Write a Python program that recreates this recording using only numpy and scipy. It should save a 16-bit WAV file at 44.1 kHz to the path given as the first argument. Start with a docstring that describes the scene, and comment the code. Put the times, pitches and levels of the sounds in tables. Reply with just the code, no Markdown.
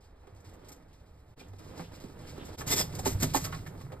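"""Over a low outdoor rumble, vinyl crinkles: a raccoon is shuffling on inflatables in a dumpster.
Creases snap under its body and its paws set the air chambers resonating. As it scrambles up past a
loose board, its claws skid by stick-slip friction and knocks excite the board's modes.
Reflections between the steel walls add a short ring; a phone's two microphone ports hear it all."""
import sys
import numpy as np
from scipy import signal
from scipy.fft import rfft, irfft
from scipy.io import wavfile
from scipy.ndimage import map_coordinates

SR = 44100
rng = np.random.default_rng(int(sys.argv[2]) if len(sys.argv) > 2 else 0)


def master(y):
    """Save y as 16-bit WAV."""
    cut = np.clip(np.atleast_2d(y).T, -1, 1)
    pcm = np.round(cut * 32767)  # scale
    wavfile.write(sys.argv[1], SR, pcm.astype(np.int16))


N = 176400
T = np.arange(N) / SR
HZ = np.fft.rfftfreq(2 * N, 1 / SR)
RING_T = T[:SR // 2]


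def undb(db):
    """Amplitude ratio of a level in decibels."""
    return 10 ** (np.asarray(db) / 20)

def unit(x):
    """Normalisation to an rms of 1."""
    return x / np.sqrt(np.mean(x ** 2))

def curve(rows, column=1):
    """Linear interpolation of one column over time."""
    rows = np.array(rows)
    return np.interp(T, rows[:, 0], rows[:, column])

def shape(points):
    """Magnitude response through (Hz, dB) points on a logarithmic frequency axis."""
    hz, db = np.array(points).T
    return undb(np.interp(np.log(HZ + 1), np.log(hz), db))

def filtered(x, gain):
    """Filtering by multiplication of the spectrum."""
    return irfft(rfft(x, 2 * N) * gain)[:N]

def ring(x, response):
    """Convolution with an impulse response scaled to unit energy."""
    return signal.fftconvolve(x, response / np.linalg.norm(response))[:len(x)]

def decay(t60):
    """Exponential damping by 60 dB in t60 seconds."""
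    return np.exp(-np.log(1000) * RING_T / t60)

def wander(rate):
    """Random modulation with a spread near 1, taking `rate` new values a second."""
    return np.interp(T * rate, np.arange(4096), rng.standard_normal(4096))

def slips(rate, spread_db):
    """Friction as a Poisson process: `rate` impulses a second, uneven in size and sign."""
    size = undb(spread_db * np.minimum(rng.exponential(size=N), 5))
    return unit((rng.random(N) < rate / SR) * size * rng.choice([-1, 1], N))

def stroke(t, length, rise_s, fall_s):
    """Contact envelope: linear rise, hold, exponential release."""
    return np.clip(t / rise_s, 0, 1) * np.exp(-np.maximum(t - length, 0) / fall_s)


# Outdoor rumble. Each row: frequency in Hz, relative spectral density in dB.
RUMBLE_SPECTRUM = [(20, 5), (75, 11), (150, -13), (600, -8), (4000, -31.5), (15000, -76)]

def outdoors():
    """Ambient noise, concentrated at low frequencies, wavers slightly in level."""
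    rumble = unit(filtered(rng.standard_normal(N), shape(RUMBLE_SPECTRUM)))
    return rumble * undb(-56.5 + 0.5 * wander(6.4))


# The body's movements. Each row: time in seconds, relative crinkle and rub levels in dB.
SHUFFLE = [(0.0, -77.5, -72), (0.2, -80, -65), (0.69, -65.5, -57.5), (0.79, -72.5, -62.5),
           (1.36, -83, -71.5)]
CLIMB = [(1.38, -66, -60.5), (1.405, -57.5, -57.5), (1.515, -79, -62.5), (1.575, -72, -64),
         (1.60, -66, -55.5), (1.81, -57.5, -50.5), (1.86, -60.5, -56.5), (2.096, -66.5, -55),
         (2.35, -61, -53), (2.47, -55, -49.5)]
SCRAMBLE = [(2.59, -59, -49), (3.26, -59, -49.5), (3.83, -67, -54.5), (4.0, -97, -56)]
# The vinyl's two sounds. Each row: frequency in Hz, relative spectral density in dB.
CRINKLE_SPECTRUM = [(700, -8), (1800, 1.5), (5000, 3.5), (7500, -1.5), (15500, -11)]
RUB_SPECTRUM = [(100, -1), (260, 6), (500, 4), (850, -2.5), (1500, -8), (2500, -18.5), (5000, -40)]

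def vinyl():
    """Buckling creases snap and fade over the duller sliding friction of fur and paws."""
    motion = list(SHUFFLE) + list(CLIMB) + list(SCRAMBLE)
    energy_decay_s = 0.019
    snaps = slips(rate=890, spread_db=7.0)
    energy = signal.lfilter([1], [1, -np.exp(-1 / (energy_decay_s * SR))], snaps ** 2)
    crinkle = np.sqrt(energy) * rng.standard_normal(N) * undb(3.0 * wander(28.13))
    rub = slips(rate=1800, spread_db=2.0) * undb(2.05 * wander(45))
    return (unit(filtered(crinkle, shape(CRINKLE_SPECTRUM))) * undb(curve(motion, column=1) + 3.5)
            + unit(filtered(rub, shape(RUB_SPECTRUM))) * undb(curve(motion, column=2) + 1.5))


# Swaying of the air chambers. Each row: time in seconds, relative level in dB.
SWAY = [(0.0, -72), (0.47, -63), (0.87, -65), (2.72, -48), (3.17, -37.5), (4.0, -53)]
# Their response. Each row: frequency in Hz, relative spectral density in dB.
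CHAMBER_SPECTRUM = [(25, -9), (60, -8), (103, 1.5), (128, -9), (158, -1), (210, -15.5), (1000, -45.5)]
# Paw thumps. Each row: start in seconds, peak in dB, pitch in Hz, 60 dB decay time in seconds.
THUMPS = [(.325, -43, 99.8, 0.23), (0.468, -43, 92.5, 0.2), (1.481, -42, 95.6, 1), (1.798, -36, 167, 0.25),
          (2.044, -34.5, 193, 0.04), (2.596, -39, 129.6, 0.92), (2.67, -26.5, 124, 0.088),
          (3.153, -20, 93, 0.077), (3.229, -26.5, 148, 0.15), (3.27, -30.5, 103, 0.17),
          (3.359, -42, 156, 0.13), (3.837, -36, 128.4, 0.39)]

def inflatables():
    """Air chambers sway under the animal's weight and answer each paw as damped oscillators."""
    out = unit(filtered(rng.standard_normal(N), shape(CHAMBER_SPECTRUM))) * undb(curve(SWAY) + 3.5)
    push_s = 0.0016
    for at, db, hz, t60 in THUMPS:
        t = T - at
        envelope = stroke(t, 2 * push_s, rise_s=push_s, fall_s=t60 / np.log(1000))
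        out += undb(db) * np.sin(2 * np.pi * hz * t) * envelope
    return out


# Knocks on the board and the plastic under it.
# Each row: start in seconds, length in seconds, relative level in dB, centre frequency in Hz.
KNOCKS = [(0.231, 0.032, -62.5, 770), (0.269, 0.014, -54.5, 493), (1.41, 0.0099, -51, 367),
          (1.794, 0.032, -42.5, 513), (2.037, 0.0031, -43, 288), (2.376, 0.01, -42, 330),
          (2.608, 0.015, -41, 1247), (2.705, 0.07, -37, 359), (2.799, 0.02, -35.5, 565),
          (2.991, 0.0074, -38, 577), (3.056, 0.01, -29.5, 855), (3.062, 0.021, -28, 396.6),
          (3.226, 0.016, -28.5, 249.4), (3.227, 0.016, -34, 516), (3.345, 0.0075, -23.5, 854),
          (3.361, 0.012, -37.5, 887), (3.356, 0.006, -28.5, 262), (3.457, 0.09, -45, 1247),
          (3.523, 0.028, -40, 1393), (3.662, 0.013, -47.5, 1723), (3.808, 0.0095, -51.5, 784),
          (3.918, 0.024, -43.5, 513), (1.533, 0.0035, -50.5, 480)]
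# The board's modes. Each row: frequency in Hz, relative level in dB.
BOARD_MODES = [(258, 6.5), (392, 3), (520, 0.5), (740, 2), (812, -6.5), (937, -14), (1094, -1), (1755, -5)]

def board():
    """Impacts judder at a sagging pitch and excite the board's modes; higher modes damp sooner."""
    lowest_hz, lowest_t60_s = BOARD_MODES[0][0], 0.14
    pitch_sag, pure_above_db, crack_db, ring_db = 0.16, -27.5, -18, -1
    t, out = RING_T, np.zeros(2 * N)
    modes = sum(undb(db) * np.cos(2 * np.pi * hz * t) * decay(lowest_t60_s * np.sqrt(lowest_hz / hz))
                for hz, db in BOARD_MODES)
    for at, length, db, hz in KNOCKS:
        push = stroke(t, length, rise_s=0.0024, fall_s=0.0057) * np.exp(-t / 0.028)
        chatter = push * rng.standard_normal(len(t))
        hollow = signal.lfilter(*signal.iirpeak(hz, Q=1.67, fs=SR), chatter)
        pitch = hz * (1 + pitch_sag * (np.exp(-t / length) - .5))
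        flex = push * np.sin(2 * np.pi * (np.cumsum(pitch) / SR + rng.random()))
        purity = .5 + undb(db - pure_above_db)  # harder knocks are more tonal
        judder = unit(unit(hollow) + purity * unit(flex)) + undb(crack_db) * unit(chatter)
        knock = unit(judder + undb(ring_db) * unit(ring(hollow, modes)))
        start = int(at * SR)
        out[start:start + len(t)] += knock * np.sqrt(np.mean(push ** 2)) * undb(db + 3.5)
    return out[:N]


# Claw skids. Each row: start in seconds, length in seconds, relative level in dB.
SKIDS = [(0.346, 0.005, -72), (0.402, 0.0044, -66), (0.488, 0.0087, -67.5), (0.534, 0.008, -64.5),
         (0.682, 0.011, -54.5), (0.717, 0.007, -53), (0.762, 0.0036, -70), (1.482, 0.0043, -66.5),
         (1.583, 0.011, -65.5), (2.445, 0.023, -56.5), (2.566, 0.051, -48), (2.664, 0.029, -37.5),
         (2.696, 0.042, -29.5), (2.755, 0.037, -33), (2.788, 0.024, -33), (2.945, 0.017, -47),
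         (2.985, 0.012, -43), (3.047, 0.029, -34.5), (3.076, 0.055, -46.5), (3.194, 0.038, -40),
         (3.222, 0.016, -31.5), (3.331, 0.042, -32), (3.391, 0.048, -49), (3.438, 0.017, -38),
         (3.664, .016, -57.5), (3.807, 0.01, -61.5)]
# Claw friction. Each row: frequency in Hz, relative spectral density in dB.
CLAW_SPECTRUM = [(300, 4), (900, -1), (2000, -2.5), (2800, -4), (3500, -3.5), (5150, 0), (6200, 4),
                 (7800, 1), (10000, -6), (12500, -1), (15500, -13)]
# Modes of the scraped plastic. Each row: frequency in Hz, relative level in dB.
SHEET_MODES = [(2025, -2), (3500, 5), (5160, 8), (7600, 3)]
# The long scrape: start and end in seconds.
SCRAPE_S = (2.69, 2.82)

def claws():
    """Stick-slip friction makes gritty skids; in the long scrape it drives the plastic's modes."""
    force = sum(undb(db + 3) * stroke(T - at, length, rise_s=min(0.021, length / 2), fall_s=0.011)
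                for at, length, db in SKIDS)
    grit = slips(rate=5000, spread_db=0.2) * undb(1.43 * wander(350))
    modes = sum(undb(db) * np.cos(2 * np.pi * hz * RING_T) for hz, db in SHEET_MODES) * decay(t60=0.046)
    scraping = (T > SCRAPE_S[0]) & (T < SCRAPE_S[1])
    resonance = ring(force * scraping * unit(grit), modes)
    warped_s = T + 0.0009 * wander(35)  # the pitches shift as the plastic bends
    singing = map_coordinates(resonance, [warped_s * SR])
    return force * unit(filtered(grit, shape(CLAW_SPECTRUM))) + undb(-5.5) * singing


# One paw squeak: start in seconds, length in seconds, relative level in dB.
SQUEAK = (1.393, .019, -50.5)
# Its two partials, in Hz.
SQUEAK_HZ = (2450, 3500)

def squeak():
    """Friction-induced vibration: a paw on the vinyl sounds two partials with rough pitch."""
    at, length, db = SQUEAK
    pitches = [hz * (1 + .025 * wander(693.6)) for hz in SQUEAK_HZ]
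    tone = sum(np.sin(2 * np.pi * np.cumsum(hz) / SR) / k for k, hz in enumerate(pitches, 1))
    return undb(db) * tone * stroke(T - at, length, rise_s=0.021, fall_s=0.0038)


# One long drag of the body: start in seconds, length in seconds, level in dB.
DRAG = (1.70, .105, -48)

def drag():
    """Sliding friction swells as the body leans into the vinyl, then lets go."""
    at, length, db = DRAG
    force = undb(db) * stroke(T - at, length, rise_s=length, fall_s=0.0038)
    return force * unit(filtered(slips(rate=1000, spread_db=5.5), shape(RUB_SPECTRUM)))


def steel_walls(x):
    """Reverberation: dense reflections between the dumpster's walls add a short ring."""
    reflections = rng.standard_normal(len(RING_T)) * decay(t60=0.18)
    return x + undb(-9) * ring(x, reflections)


# Phase between the ports. Each row: frequency in Hz, lead of the left port in radians.
PORT_PHASE = [(0, 0), (600, -.9), (1500, -.6), (2840, 2.6), (3600, 1.3), (5100, 1.5), (6000, 3.14),
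              (16000, 17.6)]
# Their balance. Each row: frequency in Hz, left minus right level in dB.
PORT_BALANCE = [(60, -0.5), (200, -3), (700, -6.5), (1300, -.5)]
# Sound they do not share. Each row: frequency in Hz, relative level in dB.
PORT_UNSHARED = [(100, -14), (900, -5), (1800, -8.5), (3500, -2.5), (6500, -39)]

def ports(direct, scattered):
    """Spaced ports hear direct sound at unequal phase and level; scattering lowers their coherence."""
    lead = np.exp(1j * np.interp(HZ, *np.array(PORT_PHASE).T))
    balance, unshared = shape(PORT_BALANCE), shape(PORT_UNSHARED)
    equal_power = np.sqrt(2 / (1 + balance ** 2) / (1 + unshared ** 2))
    side = filtered(scattered, unshared)
    left = filtered(direct + side, balance * lead * equal_power)
    right = filtered(direct - side, equal_power)
    return np.array([left, right])

def scene():
    """Superposition: contacts arrive directly and scattered by clutter, over chambers and rumble."""
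    direct, scattered = (vinyl() + drag() + squeak() + claws() + board() for _ in range(2))
    direct, scattered = steel_walls(direct), steel_walls(scattered)
    return ports(direct + inflatables() + outdoors(), scattered)


# Brief dips in level, each given by its centre in seconds.
DIP_TIMES = [1.355, 2.569]

def record(dry):
    """The level dips twice, briefly, and the phone's low-pass filter limits the bandwidth."""
    depth_db, width_s, cutoff_hz = -20, 0.010, 15400
    dip_db = depth_db * sum(np.exp(-((T - at) / width_s) ** 2) for at in DIP_TIMES)
    lowpass = signal.ellip(10, .2, 80, cutoff_hz, fs=SR, output="sos")
    return signal.sosfilt(lowpass, dry * undb(dip_db))


dry = scene()
out = record(dry)
master(out)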